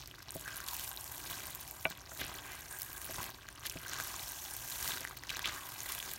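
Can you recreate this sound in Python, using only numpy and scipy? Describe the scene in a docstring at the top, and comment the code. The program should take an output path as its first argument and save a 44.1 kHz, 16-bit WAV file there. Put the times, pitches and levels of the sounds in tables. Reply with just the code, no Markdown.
"""Wet squelches and sticky ticks, close to the microphone in a quiet kitchen: a wooden spoon is
folding creamy spaghetti in a ceramic baking dish. Films of sauce snap between the strands, air
pockets open behind the spoon and squelch, and the heap slumps back. The spoon knocks once sharply
on the dish and thuds a few times through the pasta. A low room rumble lies under it all."""
import sys
import numpy as np
from scipy import signal
from scipy.fft import rfft, irfft
from scipy.io import wavfile

SR = 44100
rng = np.random.default_rng(int(sys.argv[2]) if len(sys.argv) > 2 else 0)


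def generate_wav(sig):
    """Save sig (samples, or channels by samples) to the path in sys.argv[1] as 16-bit PCM at SR."""
    pcm = np.round(np.clip(np.atleast_2d(sig).T, -1, 1) * 32767).astype(np.int16)
    wavfile.write(sys.argv[1], SR, pcm)


N = 272538
TIME = np.arange(N) / SR

# spectrum of the kitchen's room tone: frequency_hz, relative_density_db
ROOM_SPECTRUM = [(20, -36), (32, -31), (45, 2), (72, 0.5), (90, -5.5), (130, -1.5), (190, -20.5),
                 (330, -21.5), (480, -42), (900, -16.5), (2500, -23), (6000, -56), (16000, -37)]
# colour of the microphone port: centre_hz, width_hz, gain_db
MIC_COLOUR = [(4900, 300, -4), (6000, 1500, 1), (7770, 230, -8), (7900, 340, 2), (10360, 890, -3.5),
              (12300, 1400, 2)]
# air held between the walls of the dish: centre_hz, width_hz, gain_db
DISH_AIR = [(289.7, 11.5, 5), (390, 54, 6.5), (465, 205, -5.5), (612, 14, 6), (1030, 290, 2.5),
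            (1305, 96, -3), (1610, 98, 4), (3620, 2100, 0)]
# modes of the dish on the counter, before pasta damps them: pitch_hz, gain_db, t60_s
DISH_MODES = [(155.5, -10.5, 0.29), (250, -8.5, 0.039), (408, -12, 0.1), (514, -6.5, 0.051),
              (649, 1.5, 0.094), (730, 5, 0.021), (874, 10, 0.011), (1195, -3.5, 0.04), (1480, 0, 0.059),
              (1544, -32, .05), (2170, -29, .04), (2330, -9, 0.17), (2520, -20, 0.024), (3500, -10, 0.029)]
# modes of the spoon's wood, dead almost at once: pitch_hz, gain_db, t60_s
SPOON_MODES = [(2270, 16.5, 0.0061), (2780, 14.5, 0.0087), (3950, -4, 0.018)]
# spoon against the dish: start_s, strength_db, contact_cutoff_hz
KNOCKS = [(0.3555, -32, 480), (1.8535, -31, 3500), (2.116, -50, 1270), (3.094, -39.5, 643),
          (3.184, -28, 138), (3.757, -31, 350), (3.913, -65, 500), (4.741, -49, 500), (5.009, -42.5, 550)]
# the spoon rubs along the floor of the dish: start_s, hold_s, level_db
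RUBS = [(2.343, 0.3, -65), (2.716, 0.036, -56.5), (2.848, .16, -61), (3.885, 0.25, -61),
        (4.248, 0.84, -64.5), (5.608, 0.77, -66)]
# a thin gap sucks air under the sliding heap: start_s, hold_s, level_db, pitch_hz
GAPS = [(0.82, 0.17, -56, 13800), (2.11, 0.068, -57, 7000), (2.708, 0.058, -52.5, 8500),
        (3.912, 0.92, -57, 5840)]
# a hollow opens behind the spoon: peak_s, level_db, first_pitch_hz, rise_s, fade_s
HOLLOWS = [(0.47, -53.5, 1600, 0.054, 1), (2.2, -60.5, 830, 0.018, 0.52), (3.19, -51, 1010, .015, 0.038),
           (3.88, -51, 1420, 0.081, .5), (5.46, -49.5, 1310, 0.03, .24)]
# air squeezed out of the heap: start_s, level_db, pitch_hz, rise_s, fade_s
SQUISHES = [(0.341, -43, 12800, 0.0098, 0.007), (0.472, -49, 1810, 0.0045, 0.028),
            (0.685, -40.5, 4060, 0.0015, 0.0057), (2.188, -43, 2980, 0.016, 0.06),
            (2.418, -51, 2290, 0.095, 0.082), (3.637, -43.5, 3800, 0.033, 0.0037),
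            (5.297, -35, 3220, 0.0054, 0.004), (5.436, -37.5, 2900, 0.01, 0.04),
            (5.919, -45, 5450, 0.0044, 0.018)]
# the largest sauce bubbles burst: start_s, pitch_hz, bubble_db, snap_db
POPS = [(0.0751, 11600, -44, -31), (0.1124, 3100, -36.5, -47), (0.2921, 4070, -33, -52),
        (0.3065, 8900, -29.5, -33), (0.4784, 1540, -32, -31), (0.559, 12500, -33, -31),
        (0.6025, 1460, -32.5, -46), (0.6853, 4570, -30, -24.5), (0.796, 3060, -34, -30),
        (0.8917, 11740, -26.5, -47), (0.915, 1540, -38.5, -29.5), (0.9736, 4020, -30, -39),
        (1.1187, 14380, -28, -45), (1.1476, 13000, -35, -44), (1.3275, 3320, -33.5, -49),
        (1.3867, 2700, -36, -42), (1.9021, 4130, -38, -29.5), (2.1173, 1400, -36, -44),
        (2.3866, 3230, -33, -43), (2.788, 13900, -27, -42), (2.8099, 14800, -35, -29.5),
        (2.8187, 12300, -34, -25), (3.0632, 15000, -30, -32), (3.1246, 13220, -30, -46),
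        (3.1834, 980, -30.5, -33), (3.2033, 1030, -30.5, -38), (3.2414, 4000, -35, -24.5),
        (3.4873, 1590, -35, -33), (3.6565, 1770, -31.5, -48), (3.667, 6600, -36, -25),
        (3.6978, 5150, -29, -26.5), (3.7134, 2750, -34.5, -45), (3.7717, 2520, -34.5, -48),
        (3.9341, 1570, -33, -23.5), (4.0004, 1530, -26.5, -25.5), (4.1418, 1040, -32.5, -30),
        (4.1632, 6760, -28, -30), (4.1953, 3880, -31, -39), (4.8263, 5970, -29, -34),
        (4.8773, 14700, -26, -22), (4.9194, 3480, -28, -36), (4.9731, 1520, -31.5, -33),
        (5.0502, 1830, -26, -31.5), (5.0742, 1770, -34, -32.5), (5.11, 1220, -36, -39),
        (5.236, 1780, -33, -33), (5.2936, 2950, -26.5, -33.5), (5.3042, 3140, -34, -28),
        (5.3153, 1620, -34, -38), (5.3688, 1660, -31.5, -24), (5.3931, 1790, -30, -26),
        (5.4573, 3300, -22, -28), (5.8049, 6500, -27, -32), (5.9223, 11330, -23, -27),
        (6.0016, 3290, -26.5, -36), (6.027, 1640, -35, -27), (6.1361, 11600, -26.5, -31)]
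# the spoon pushes into the heap: peak_s, level_db, rise_s, fade_s, extra_mass_db, extra_squelch_db
PUSHES = [(0.0, -52, .01, .05, -5.5, -13), (0.48, -58.5, 0.087, 0.33, 3, -1),
          (1.91, -49.5, .008, 0.02, 4, 2), (2.21, -50, 0.019, 0.037, 8.5, 4),
          (2.28, -58.5, 0.061, .27, 7.5, 7), (3.665, -47, 0.021, 0.0095, -9, -2),
          (3.92, -50.5, 0.11, 0.25, -1, -1), (5.31, -51.5, 0.043, 0.27, -1.5, -2),
          (5.49, -48, 0.052, 0.065, -0.5, 5)]
# the heap slumps back: peak_s, level_db, rise_s, fade_s, extra_mass_db, extra_squelch_db
SLUMPS = [(1.3, -49, 0.093, .22, -0.5, -2), (3.22, -49, 0.17, .08, 0.5, 2),
          (4.891, -44, 0.13, .12, -4.5, -0.5), (5.93, -49, 0.15, .08, -11.5, 1),
          (6.08, -50.5, 0.058, .1, -2.5, 0.5)]
# strands peel apart as they are lifted: start_s, hold_s, level_db, extra_smack_db
LIFTS = [(0.345, .3, -54.5, 0.5), (0.696, 0.18, -46.5, 1), (1, .2, -50.5, -2), (1.298, 0.55, -54.5, -6),
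         (2.101, .55, -55.5, -1), (2.709, 0.29, -51.5, -11), (3.029, .1, -54, -4), (3.65, 0.41, -56.5, 2),
         (4.008, 0.32, -48.5, 1), (4.375, 0.36, -48.5, 0), (4.734, .17, -47, -8), (5.52, .6, -51, 1)]
# what each movement stirs up, relative to its level: mass_db, squelch_db, smack_db, crackle_db
PUSH_MIX = (-9.5, 0.5, 2.5, -6.5)
LIFT_MIX = (-33, -16, -6.5, -0.5)
SLUMP_MIX = (-9.5, -1, 0.5, 1)
# the sauce settling by itself: mass_db, squelch_db, smack_db, crackle_db
SETTLING = (-66.5, -60, -59.5, -66.5)


def from_db(db):
    """Decibels to gain."""
    return 10 ** (np.asarray(db) / 20)


def unit_rms(x):
    """Scale to an rms of 1."""
    return x / np.sqrt(np.mean(x ** 2) + 1e-20)


def band(x, low_hz, high_hz, order=2):
    """Causal band-pass."""
    edges_hz = [low_hz, min(high_hz, SR / 2 - 500)]
    return signal.sosfilt(signal.butter(order, edges_hz, "band", fs=SR, output="sos"), x + 1e-18)


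def add(out, start_s, sound):
    """Mix a short sound in at start_s."""
    at = max(0, round(start_s * SR))
    out[at:at + len(sound)] += sound[:max(0, N - at)]


def swell(peak_s, rise_s, fade_s, hold_s=0):
    """Envelope that grows to 1 at peak_s, holds and dies away."""
    return np.exp(np.minimum(TIME - peak_s, 0) / rise_s - np.maximum(TIME - peak_s - hold_s, 0) / fade_s)


def coloured(x, resonances):
    """Lift some pitches and hollow out others."""
    for hz, width_hz, db in resonances:
        x = x + (from_db(db) - 1) * signal.lfilter(*signal.iirpeak(hz, hz / width_hz, SR), x)
    return x


def room_tone(level_db=-60.5):
    """The kitchen's steady low rumble, with a faint hiss above it."""
    hz, db = np.transpose(ROOM_SPECTRUM)
    bins_hz = np.maximum(np.fft.rfftfreq(N, 1 / SR), 1)
    gain = from_db(np.interp(np.log(bins_hz), np.log(hz), db))
    return from_db(level_db) * unit_rms(irfft(rfft(rng.standard_normal(N)) * gain, N))


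def kitchen_echo(direct, t60_s=0.043, echo_db=-17, size=16000):
    """Counter and walls put a short diffuse echo behind the close sound."""
    t = TIME[:size]
    decay = np.exp(-np.log(1000) * t / t60_s) * (t > .002)
    tail = band(rng.standard_normal(size), 160, 4000, order=1) * decay
    return direct + from_db(echo_db) * signal.fftconvolve(direct, tail / np.linalg.norm(tail))[:N]


def bubbles(low_hz, high_hz, per_s, spread_db, ring_s, motion=1, size=400):
    """Tiny bubbles ring at random, each at its own pitch; motion multiplies their rate; rms 1."""
    chance, girth, pitch, life, phase = rng.random((5, N))
    at = np.flatnonzero(chance < per_s * motion / SR)
    t = TIME[:size]
    hz = (low_hz * (high_hz / low_hz) ** pitch[at])[:, None]
    decay_s = (ring_s * 2 ** (2 * life[at] - 1))[:, None]
    height = from_db(spread_db * np.minimum(-np.log(1 - girth[at]), 2.5))   # many small, few large
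    height /= np.sqrt((motion * np.ones(N))[at])   # same power however dense the crowd
    envelope = (1 - np.exp(-2 * hz * t)) * np.exp(-t / decay_s) / np.sqrt(decay_s)
    rings = height[:, None] * envelope * np.sin(2 * np.pi * (hz * t + phase[at, None]))
    samples = at[:, None] + np.arange(size)
    return unit_rms(np.bincount(samples.ravel(), rings.ravel(), N)[:N])


def air_pocket(hz, bursts, width_hz, size=128):
    """Bursts inside a pocket of air ring at its steady or changing pitch; rms 1."""
    radius = np.exp(-np.pi * width_hz / SR)
    feedback = -2 * radius * np.cos(2 * np.pi * hz / SR)
    if np.ndim(hz) == 0:
        return unit_rms(signal.lfilter([1, 0, -1], [1, feedback, radius ** 2], bursts))
    out, state = np.zeros(N), np.zeros(2)
    for i in range(0, N, size):
        poles = [1, feedback[i], radius ** 2]
        out[i:i + size], state = signal.lfilter([1, 0, -1], poles, bursts[i:i + size], zi=state)
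    return unit_rms(out)


def sliding(rise_s=0.018, fade_s=0.027):
    """The rubbing spoon rings the air in the dish, and the thin gap under the heap fizzes."""
    smear = bubbles(1210, 2220, per_s=2000, spread_db=2.5, ring_s=0.00045)
    rub = air_pocket(1600, smear, width_hz=270)
    fizz = bubbles(5500, 15000, per_s=4000, spread_db=3, ring_s=.0002, size=100)
    out = np.zeros(N)
    for start_s, hold_s, level_db in RUBS:
        out += from_db(level_db) * swell(start_s, rise_s, fade_s, hold_s) * rub
    for start_s, hold_s, level_db, hz in GAPS:
        suction = air_pocket(hz, fizz, width_hz=1300)
        out += from_db(level_db) * swell(start_s, rise_s, fade_s, hold_s) * suction
    return out


def hollows(open_hz=820, opening_s=0.19):
    """The wide hollow behind the spoon squelches, deeper as it grows."""
    out = np.zeros(N)
    bursts = bubbles(555, 2210, per_s=1800, spread_db=7, ring_s=0.0005)
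    for peak_s, level_db, first_hz, rise_s, fade_s in HOLLOWS:
        closed = np.exp(-(np.maximum(TIME - peak_s, 0) / opening_s) ** 2)
        hz = open_hz + (first_hz - open_hz) * closed
        out += from_db(level_db) * swell(peak_s, rise_s, fade_s) * air_pocket(hz, bursts, width_hz=290)
    return out


def squishes(size=16000):
    """Trapped air spits through the sauce in a short, dense rush."""
    out, t = np.zeros(N), TIME[:size]
    for start_s, level_db, hz, rise_s, fade_s in SQUISHES:
        spiky_noise = rng.standard_normal(size) * rng.standard_normal(size)
        spit = unit_rms(band(spiky_noise, hz / 1.59, hz * 1.34))
        envelope = np.minimum(t / rise_s, np.exp((rise_s - t) / fade_s))
        add(out, start_s, from_db(level_db) * spit * envelope)
    return out


def struck(blow, modes):
    """A blow sets a body's modes ringing as decaying sines of alternating sign."""
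    out = np.zeros(len(blow))
    for k, (hz, db, t60_s) in enumerate(modes):
        radius, angle = np.exp(-np.log(1000) / (t60_s * SR)), 2 * np.pi * hz / SR
        poles = [1, -2 * radius * np.cos(angle), radius ** 2]
        out += (-1) ** k * from_db(db) * signal.lfilter([0, np.sin(angle)], poles, blow + 1e-18)
    return out


def knocks(bounce_s=.0108, bounce_gain=0.34, damping_s=.028, size=12000):
    """Wood meets ceramic and bounces once; pasta in between softens the blow to a low thud."""
    out = np.zeros(N)
    smothering = np.exp(-TIME[:size] / damping_s)   # pasta lying in the dish chokes its ring
    for start_s, strength_db, cutoff_hz in KNOCKS:
        softening = signal.butter(3, cutoff_hz, fs=SR, output="sos")
        blow = from_db(strength_db) * signal.sosfilt(softening, signal.unit_impulse(size))
        dish = struck(blow, DISH_MODES) * smothering
        add(out, start_s - .0003, struck(blow, SPOON_MODES))
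        add(out, start_s, dish)
        add(out, start_s + bounce_s, bounce_gain * dish)
    return out


def pops(rows, snap_s=.00055, size=700):
    """A film tears with a snap, and the bubble under it rings briefly, the smaller the shorter."""
    out, t = np.zeros(N), TIME[:size]
    for start_s, hz, bubble_db, snap_db in rows:
        ring_s = 0.0015 * (hz / 1000) ** -0.69
        envelope = (1 - np.exp(-t / .0002)) * np.exp(-t / ring_s)
        bubble = envelope / envelope.max() * np.sin(2 * np.pi * hz * t)
        tear = unit_rms(band(rng.standard_normal(size), hz / 3, hz * 5, order=1))
        snap = tear * np.exp(-t / snap_s)
        add(out, start_s, from_db(bubble_db) * bubble + from_db(snap_db) * snap)
    return out


def stray_pops(busy_db, max_per_s=30, low_hz=9000, high_hz=16060, spread_db=3, count=1200):
    """Tiny films tick at random, louder when the sauce is busy, sparser as it comes to rest."""
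    when, chance, pitch, girth, tear = rng.random((count, 5)).T
    above_mean_db = (busy_db - busy_db.mean())[(when * N).astype(int)]
    bubble_db = -34 + 0.5 * above_mean_db + spread_db * (2 * girth - 1)
    snap_db = bubble_db - 2.5 + spread_db * (2 * tear - 1)
    hz = low_hz * (high_hz / low_hz) ** pitch
    rows = np.transpose([when * N / SR, hz, bubble_db, snap_db])
    per_s = max_per_s * from_db(np.minimum(above_mean_db, 0))
    return pops(rows[chance < per_s * N / SR / count])


def shoving(rows):
    """Power of pushes or slumps in each sauce layer: a heavy load thumps, trapped air squelches."""
    power = np.zeros((4, N))
    for peak_s, level_db, rise_s, fade_s, mass_db, squelch_db in rows:
        envelope = from_db(level_db) * swell(peak_s, rise_s, fade_s)
        power += np.outer(from_db([mass_db, squelch_db, 0, 0]), envelope) ** 2
    return power


def lifting(rise_s=0.026, fade_s=.055):
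    """Power of the lifts in each sauce layer: thick sauce smacks more as the strands part."""
    power = np.zeros((4, N))
    for start_s, hold_s, level_db, smack_db in LIFTS:
        envelope = from_db(level_db) * swell(start_s, rise_s, fade_s, hold_s)
        power += np.outer(from_db([0, 0, smack_db, 0]), envelope) ** 2
    return power


def stirring():
    """Drive in dB of mass, squelch, smack and crackle: movements add power to the settling sauce."""
    parts = (PUSH_MIX, shoving(PUSHES)), (LIFT_MIX, lifting()), (SLUMP_MIX, shoving(SLUMPS)), (SETTLING, 1)
    return 10 * np.log10(sum(from_db(mix)[:, None] ** 2 * power for mix, power in parts))


def sauce(drive_db, clump_db=1.62):
    """Strands slide and peel apart: the harder they are stirred, the denser and louder the bursts."""
    # strands stick and let go in bunches, so all four layers surge together
    surge_db = clump_db * unit_rms(band(rng.standard_normal(N), 8, 60))
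    mass_db, squelch_db, smack_db, crackle_db = drive_db + surge_db
    motion = from_db(.7 * (crackle_db - crackle_db.mean()))
    thump = unit_rms(band(rng.standard_normal(N), 47, 130))
    # countless bursts too small to tell apart merge into a moist hiss
    slither = unit_rms(band(rng.standard_normal(N), 2470, 5870))
    sheen = unit_rms(band(rng.standard_normal(N), 10000, 21550))
    heap = bubbles(221, 721, per_s=1100, spread_db=2.5, ring_s=0.0026, motion=motion, size=900)
    pockets = bubbles(790, 2170, per_s=1300, spread_db=9, ring_s=0.0006, motion=motion)
    strands = bubbles(2250, 7230, per_s=810, spread_db=8.5, ring_s=0.00044, motion=motion, size=250)
    films = bubbles(6440, 15900, per_s=1800, spread_db=0.5, ring_s=0.00056, motion=motion, size=150)
    mass = from_db(mass_db) * heap + from_db(mass_db + 1.9) * thump
    squelch = from_db(squelch_db - 2) * pockets
    smack = from_db(smack_db - 1) * strands + from_db(smack_db - 6) * slither
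    crackle = from_db(crackle_db - 2.2) * films + from_db(crackle_db - 4.5) * sheen
    return mass + squelch + smack + crackle


def scene():
    """Pasta and spoon close up, in mono, over the kitchen's room tone."""
    background = room_tone()
    drive_db = stirring()
    pasta = coloured(sauce(drive_db) + squishes() + hollows() + sliding(), DISH_AIR)
    bursts = pops(POPS) + stray_pops(busy_db=drive_db[-1])
    return (kitchen_echo(pasta + bursts + knocks()) + background)[None]


def record(dry):
    """The microphone port colours the treble, and the top is cut steeply at 15850 Hz."""
    top_cut = signal.ellip(12, .1, 80, 15850, fs=SR, output="sos")
    return signal.sosfilt(top_cut, coloured(dry, MIC_COLOUR))


dry = scene()
out = record(dry)
generate_wav(out)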